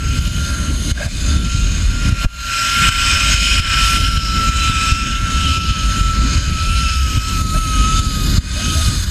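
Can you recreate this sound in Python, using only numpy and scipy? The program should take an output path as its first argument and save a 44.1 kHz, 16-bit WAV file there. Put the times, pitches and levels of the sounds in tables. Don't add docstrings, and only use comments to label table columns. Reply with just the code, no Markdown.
import sys
import numpy as np
from scipy import signal
from scipy.io import wavfile
from scipy.ndimage import uniform_filter1d

SR = 44100
rng = np.random.default_rng(int(sys.argv[2]) if len(sys.argv) > 2 else 0)


def dump(signal):
    limited = np.clip(np.atleast_2d(signal).T, -1, 1)
    pcm = np.round(limited * 32767).astype(np.int16)
    wavfile.write(sys.argv[1], SR, pcm)


N = 401310


def undb(db):
    return 10 ** (np.asarray(db) / 20)


def unit(x):
    return x / np.sqrt(np.mean(x ** 2))


def curves(table):
    s, *columns = np.transpose(table)
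    return [np.interp(np.arange(N) / SR, s, column) for column in columns]


def ring(x, hz, width_hz):
    return signal.lfilter(*signal.iirpeak(hz, hz / width_hz, SR), x)


def walk(rate):
    hold = int(SR / rate)
    steps = np.repeat(rng.standard_normal(N // hold + 1), hold)
    return unit(uniform_filter1d(uniform_filter1d(steps, hold), hold)[:N])


def band(hz, width_hz):
    once = ring(rng.standard_normal(N), hz, 1.7 * width_hz)
    return unit(ring(once, hz, 1.7 * width_hz)) * np.sqrt(width_hz)


# time in seconds, strand rate in Hz.
STRAND_RATE = [(0, 1354), (.35, 1392), (.47, 1389), (.64, 1364), (.85, 1402), (1.3, 1361), (1.71, 1389),
               (2.0, 1392), (2.19, 1376), (2.31, 1390), (2.54, 1363), (2.77, 1376), (2.91, 1360),
               (3.05, 1376), (3.19, 1361), (3.33, 1377), (3.5, 1380), (3.68, 1339), (3.89, 1341),
               (4.02, 1352), (4.31, 1333), (4.65, 1336), (4.77, 1318), (4.87, 1332), (5.26, 1348),
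               (5.36, 1325), (5.44, 1335), (5.51, 1313), (5.59, 1332), (5.68, 1317), (5.8, 1318),
               (5.93, 1329), (6.38, 1324), (6.56, 1303), (6.78, 1350), (6.88, 1328), (7.03, 1306),
               (7.12, 1285), (7.22, 1294), (7.32, 1321), (7.5, 1277), (7.59, 1310), (7.79, 1268),
               (7.89, 1295), (8.0, 1303), (8.18, 1258), (8.41, 1247), (8.62, 1273), (8.74, 1273),
               (8.96, 1236), (9.1, 1233)]
# time in seconds, level against the first partial in dB.
SECOND_PARTIAL = [(0, -8), (.3, -9), (.62, -20), (.9, -3), (1.3, -11), (1.8, -4), (2.2, -13), (2.55, -10),
                  (2.9, -12), (3.2, -7), (3.8, -13), (4.3, -11), (4.9, -10), (5.8, -15), (6.25, -24),
                  (6.6, -11), (7.05, -9), (7.56, -18), (7.84, -10), (8.05, -22), (8.25, -3), (8.45, -2),
                  (8.75, -6), (9.1, 0)]
# time in seconds, level against the first partial in dB.
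THIRD_PARTIAL = [(0, -20), (2.1, -17), (2.4, -14), (3.0, -17), (3.8, -25), (4.3, -14), (4.48, -17),
                 (4.62, -10), (4.9, -17), (5.2, -24), (7.2, -22), (7.6, -16), (9.1, -11)]
# rms drift in dB, lowest partial first.
PARTIAL_DRIFT = [1.7, 2, 2]
# time in seconds, whine level in dB, rolling level in dB per Hz, rolling tilt in dB per octave.
TROLLEY_LEVELS = [(0, -32.5, -53, -3), (.3, -31, -45.5, -2), (.6, -31, -52, -7.5), (.85, -40, -55.5, -5),
                  (1.0, -36, -39.5, -11), (1.14, -46, -45, -3), (1.27, -31, -47, -9), (1.55, -30, -49, 2.5),
                  (1.8, -41, -51, -2), (2.0, -31, -48.5, -1), (2.24, -19, -36.5, -3.5),
                  (2.38, -19, -42, -2.5), (2.46, -19, -40, 0), (2.54, -15.5, -34.5, 0),
                  (2.7, -16.5, -36.5, -1), (2.9, -15, -34.5, 1), (3.22, -23, -36.5, -1),
                  (3.45, -24.5, -34.5, 1), (3.64, -21, -36, -0.5), (3.8, -17, -34, 0),
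                  (4.15, -20.5, -39, 0.5), (4.4, -16.5, -38, -0.5), (5.0, -16, -40, 1.5),
                  (5.2, -25, -46, -3), (5.45, -18, -42.5, 0), (6.2, -20, -47.5, -3.5),
                  (6.44, -28, -47.5, -1), (6.86, -22.5, -47, -0.5), (7.12, -27.5, -47, 1),
                  (7.28, -21, -43, 2), (7.44, -22.5, -49, -2), (7.58, -18, -46.5, 3), (7.8, -22.5, -44, 0),
                  (7.98, -21, -50, 2.5), (8.36, -33, -50.5, -6), (8.7, -27.5, -45, -1), (8.9, -31, -46, 2),
                  (9.1, -54, -56, 0)]


def whine():
    whine_db = curves(TROLLEY_LEVELS)[0]
    strand_hz = curves(STRAND_RATE)[0] + 2 * walk(12) + 2.5 * walk(30)
    turns = np.cumsum(strand_hz) / SR
    partial_db = [0, *curves(SECOND_PARTIAL), *curves(THIRD_PARTIAL)]
    smears = [.11, .3, .5]
    out = 0
    for number, (db, drift_db, smear) in enumerate(zip(partial_db, PARTIAL_DRIFT, smears), 1):
        sway = 1 + smear * (walk(90) + 1j * walk(90))
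        partial = unit(np.real(sway * np.exp(2j * np.pi * number * turns)))
        out = out + undb(whine_db + db + drift_db * walk(8)) * partial
    return out


# centre in Hz, width in Hz, level from the trolley in dB,
# level in the case in dB; both levels add to the moving trolley and case levels.
SHAKEN_MODES = [(608, 85, -25, -16), (1185, 510, -22, -15.5), (1525, 190, -11.5, -14.5),
                (1936, 290, -17.5, -22), (2162, 80, -15, -18), (2499, 141, -7, -28),
                (3005, 280, -7.5, -20.5), (3580, 210, -19, -9.5), (3786, 150, -18, -26.5),
                (4186, 400, -20.5, -10), (4450, 82, -19, -13), (4790, 330, -22.5, -11.5),
                (5193, 390, -13.5, -37), (5630, 190, -19, -20.5), (6150, 76, -17, -12),
                (6486, 184, -39, -5), (6880, 305, -21, -14.5), (7130, 52, -20, -7.5),
                (7830, 650, -21.5, -20), (8170, 220, -26.5, -20), (9700, 340, -40, -24)]
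# centre in Hz, width in Hz.
ROLLING_DIPS = [(820, 500), (2720, 84), (3350, 80), (4600, 210), (5930, 49), (8700, 210), (11500, 250)]
# time in seconds, case buzz in dB per Hz,
# air hiss level in dB, hiss tilt in dB per octave.
CASE_LEVELS = [(0, -59, -47, -4), (.28, -48, -34.5, -4), (.7, -53.5, -41, -4), (1.0, -42, -32, -5),
               (1.26, -43, -33.5, -7), (1.45, -51, -35, -12), (1.96, -54.5, -43, -5),
               (2.24, -47.5, -30.5, -5), (2.52, -43.5, -32.5, 0), (3.0, -53, -35, 13),
               (3.36, -48, -35.5, 5), (3.64, -66, -35.5, -2), (3.88, -45, -30.5, 11), (4.1, -63, -39, 8),
               (4.4, -50, -37, 6), (4.65, -47, -36, 11), (5.2, -54, -42.5, 2), (5.46, -50, -40, 0),
               (6.2, -48, -43.5, 3), (7.1, -54, -41, -3), (7.6, -44.5, -29, -6), (7.9, -48, -40.5, 2),
               (8.12, -44.5, -29.5, -11), (8.4, -45.5, -34, -13), (8.65, -44.5, -32, -9),
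               (8.85, -45, -31, -9), (9.1, -46.5, -32, -9)]
# time in seconds, lift at the rush centre in dB.
BUZZ_RUSH = [(0, 0), (7, 0), (7.8, 2), (8.5, 2), (8.85, 6), (9.1, 3)]
RUSH_HZ, RUSH_OCTAVES = 4100, .35


def rolling():
    _, trolley_db, tilt_db = curves(TROLLEY_LEVELS)
    case_db = curves(CASE_LEVELS)[0]
    rush_db = curves(BUZZ_RUSH)[0]
    judder_db = 0.66 * walk(150) + 0.93 * walk(12)
    out = 0
    for hz, width_hz, air_db, solid_db in SHAKEN_MODES:
        open_gain = undb(trolley_db + air_db + tilt_db * np.log2(hz / 2500))
        rush_share = np.exp(-(np.log2(hz / RUSH_HZ) / RUSH_OCTAVES) ** 2)
        case_gain = undb(case_db + solid_db + rush_db * rush_share)
        flicker_db = judder_db + 1.88 * walk(5) + 1.05 * walk(30)
        out = out + np.hypot(open_gain, case_gain) * undb(flicker_db) * band(hz, width_hz)
    for hz, width_hz in ROLLING_DIPS:
        out = out - 0.65 * ring(out, hz, width_hz)
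    return out


# time in seconds, spike level in dB ahead of the recorder,
# push +1 or pull -1, depth of the following drop in dB.
WIND_BUFFETS = [(0.19, -10, 1, 6.5), (0.278, -7, -1, 5.5), (0.918, -3, -1, 18.5), (1.063, -7, -1, 9.5),
                (1.368, -12, 1, 4), (1.55, -3, -1, 1.5), (2.093, -5, -1, 7.5), (2.126, -1.5, -1, 6),
                (2.89, -4.5, -1, 10), (3.345, -8, 1, 5), (3.6, -2.5, 1, 8.5), (3.972, -13, 1, 4),
                (4.09, -10, -1, 3), (4.176, -5, 1, 7.5), (4.494, -4, 1, 7.5), (4.699, -3, -1, 5.5),
                (4.922, 0, -1, 7), (5.578, -9, -1, 6), (5.709, -3.5, 1, 4), (6.011, -4, -1, 3.5),
                (6.383, -3, -1, 4), (6.831, -6.5, -1, 0.5), (7.179, -4.5, 1, 7.5), (7.417, -8, 1, 7.5),
                (7.587, -15, 1, 5.5), (7.999, -10, -1, 8), (8.07, -6, 1, 2.5), (8.383, 2, -1, 17.5),
                (8.888, -5, -1, 5.5), (9.043, -14, -1, 5)]
# time in seconds, spike level in dB ahead of
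# the recorder, push +1 or pull -1, depth of the following drop in dB, spike half-width at 1/e in ms.
GLOVE_CLAPS = [(2.248, -2.5, 1, 15, 1.3), (2.262, -1, -1, 11, 3.8)]
BUFFET_MS = 1.86
BUFFET_REBOUND, GLOVE_REBOUND = .66, .08
DROP_S, RECOVER_S = .0098, .16


def buffets_and_claps():
    t, thumps, drop_db = np.arange(N) / SR, np.zeros(N), np.zeros(N)
    spikes = [(*row, BUFFET_MS, BUFFET_REBOUND) for row in WIND_BUFFETS]
    spikes += [(*row, GLOVE_REBOUND) for row in GLOVE_CLAPS]
    for s, peak_db, sign, depth_db, width_ms, rebound in spikes:
        i = int(s * SR)
        since = t[i:] - t[i]
        drop_db[i:] += depth_db * np.clip(since / DROP_S, 0, 1) * np.exp(-since / RECOVER_S)
        near = slice(i - 800, i + 2000)
        u = (t[near] - s) * 1000 / width_ms
        swing = np.exp(-((u - 3) / 2.0) ** 2) - 0.26 * np.exp(-((u - 7) / 2.9) ** 2)
        thumps[near] += sign * undb(peak_db) * (np.exp(-u ** 2) - rebound * swing)
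    return thumps, drop_db


# start in seconds, length in seconds, low ring level in dB,
# high ring level in dB, broad rasp level in dB.
CASE_SCRAPES = [(0.974, 0.011, -41, -25, -44), (0.996, .01, -32, -28, -42), (1.004, 0.014, -24.5, -35, -40),
                (1.017, 0.0184, -32, -21, -45), (1.032, 0.052, -34.5, -36, -49), (2.21, .02, -37, -45, -51),
                (2.241, .014, -33, -33, -31), (7.543, 0.03, -30, -34, -42), (8.56, 0.065, -36, -38, -53),
                (8.75, .075, -36, -47, -43)]
# centre in Hz, width of the driving noise in Hz.
RINGS_AND_RASP = [(635, 60), (1600, 45), (900, 1200)]
RUB_EDGE_S = .002


def scrapes():
    t, out = np.arange(N) / SR, 0
    for k, (hz, width_hz) in enumerate(RINGS_AND_RASP):
        rub = np.zeros(N)
        for start, length, *levels_db in CASE_SCRAPES:
            to_edge = np.minimum(t - start, start + length - t)
            rub += undb(levels_db[k]) * np.clip(to_edge / RUB_EDGE_S, 0, 1)
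        held = np.tanh(2.3 * unit(band(hz, width_hz)))
        out = out + rub * unit(ring(held, hz, 3 * width_hz))
    return out


def throb():
    turns = np.cumsum(54 * 2 ** (.25 * walk(4))) / SR
    sway = walk(22) + 1j * walk(22) + 0.57
    return unit(np.real(sway * np.exp(2j * np.pi * turns)))


def bands(table, shared_db, own_db, rate, tilt_db=0):
    out = 0
    for hz, width_hz, db in table:
        level_db = db + shared_db + own_db * walk(rate) + tilt_db * np.log2(hz / table[0][0])
        out = out + undb(level_db) * band(hz, width_hz)
    return unit(out)


# centre in Hz, width in Hz, level per Hz against the other bands in dB.
RUMBLE_BANDS = [(34.4, 13.5, -4.5), (53.1, 15, 0), (81.5, 19.8, -3.5)]
# centre in Hz, width in Hz, level per Hz against the other bands in dB.
FLUTTER_BANDS = [(112.6, 42.3, 0.5), (171, 50, -1.5), (241.2, 53, -5.5), (292, 22, -16), (480, 193, -29)]
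# centre in Hz, width in Hz, level per Hz against the other bands in dB.
HISS_BANDS = [(9360, 1500, 3), (10880, 860, -1), (12050, 830, -1.5), (14100, 1400, -10.5)]
# time in seconds, rumble level in dB, flutter level in dB.
GUSTS = [(0, -18.5, -24), (.28, -10.5, -20.5), (.84, -17.5, -22.5), (1.0, -8, -17), (1.4, -12.5, -19.5),
         (1.95, -15, -27), (2.1, -12, -16.5), (2.38, -15.5, -31), (2.68, -25, -28.5), (2.85, -19, -25),
         (2.93, -10.5, -25), (3.3, -15.5, -25.5), (3.64, -12, -23.5), (4.5, -13.5, -21.5),
         (5.3, -14.5, -24), (6.1, -14.5, -19.5), (6.35, -12.5, -23.5), (7.0, -15, -27.5),
         (7.42, -12.5, -18.5), (7.84, -13, -20), (8.26, -11.5, -18), (8.8, -14.5, -21), (9.1, -9.5, -23.5)]


def wind():
    _, hiss_db, tilt_db = curves(CASE_LEVELS)
    rumble_db, flutter_db = curves(GUSTS)
    eddies = walk(25)
    rumble = 0.77 * bands(RUMBLE_BANDS, 1.0 * eddies, 0.87, 3.93) + 0.65 * throb()
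    flutter = bands(FLUTTER_BANDS, 2.18 * eddies, 1.04, 20)
    hiss = bands(HISS_BANDS, 0.86 * walk(150), 3.3, 5, tilt_db)
    return undb(rumble_db) * rumble + undb(flutter_db) * flutter + undb(hiss_db) * hiss


def helmet(x):
    lag = SR * .00045 * 2 ** (.12 * walk(1.5))
    place = np.arange(N)
    echo = np.interp(place - lag, place, ring(x, 12000, 5200))
    return x + .3 * echo


def scene():
    thumps, drop_db = buffets_and_claps()
    steady = whine() + helmet(rolling() + wind())
    return (steady * undb(-drop_db) + thumps + scrapes())[None]


def record(dry):
    rounded = np.tanh(0.77 * dry) / 0.84
    top_cut = signal.ellip(14, .2, 80, 15260, fs=SR, output="sos")
    return signal.sosfilt(top_cut, rounded)


dry = scene()
out = record(dry)
dump(out)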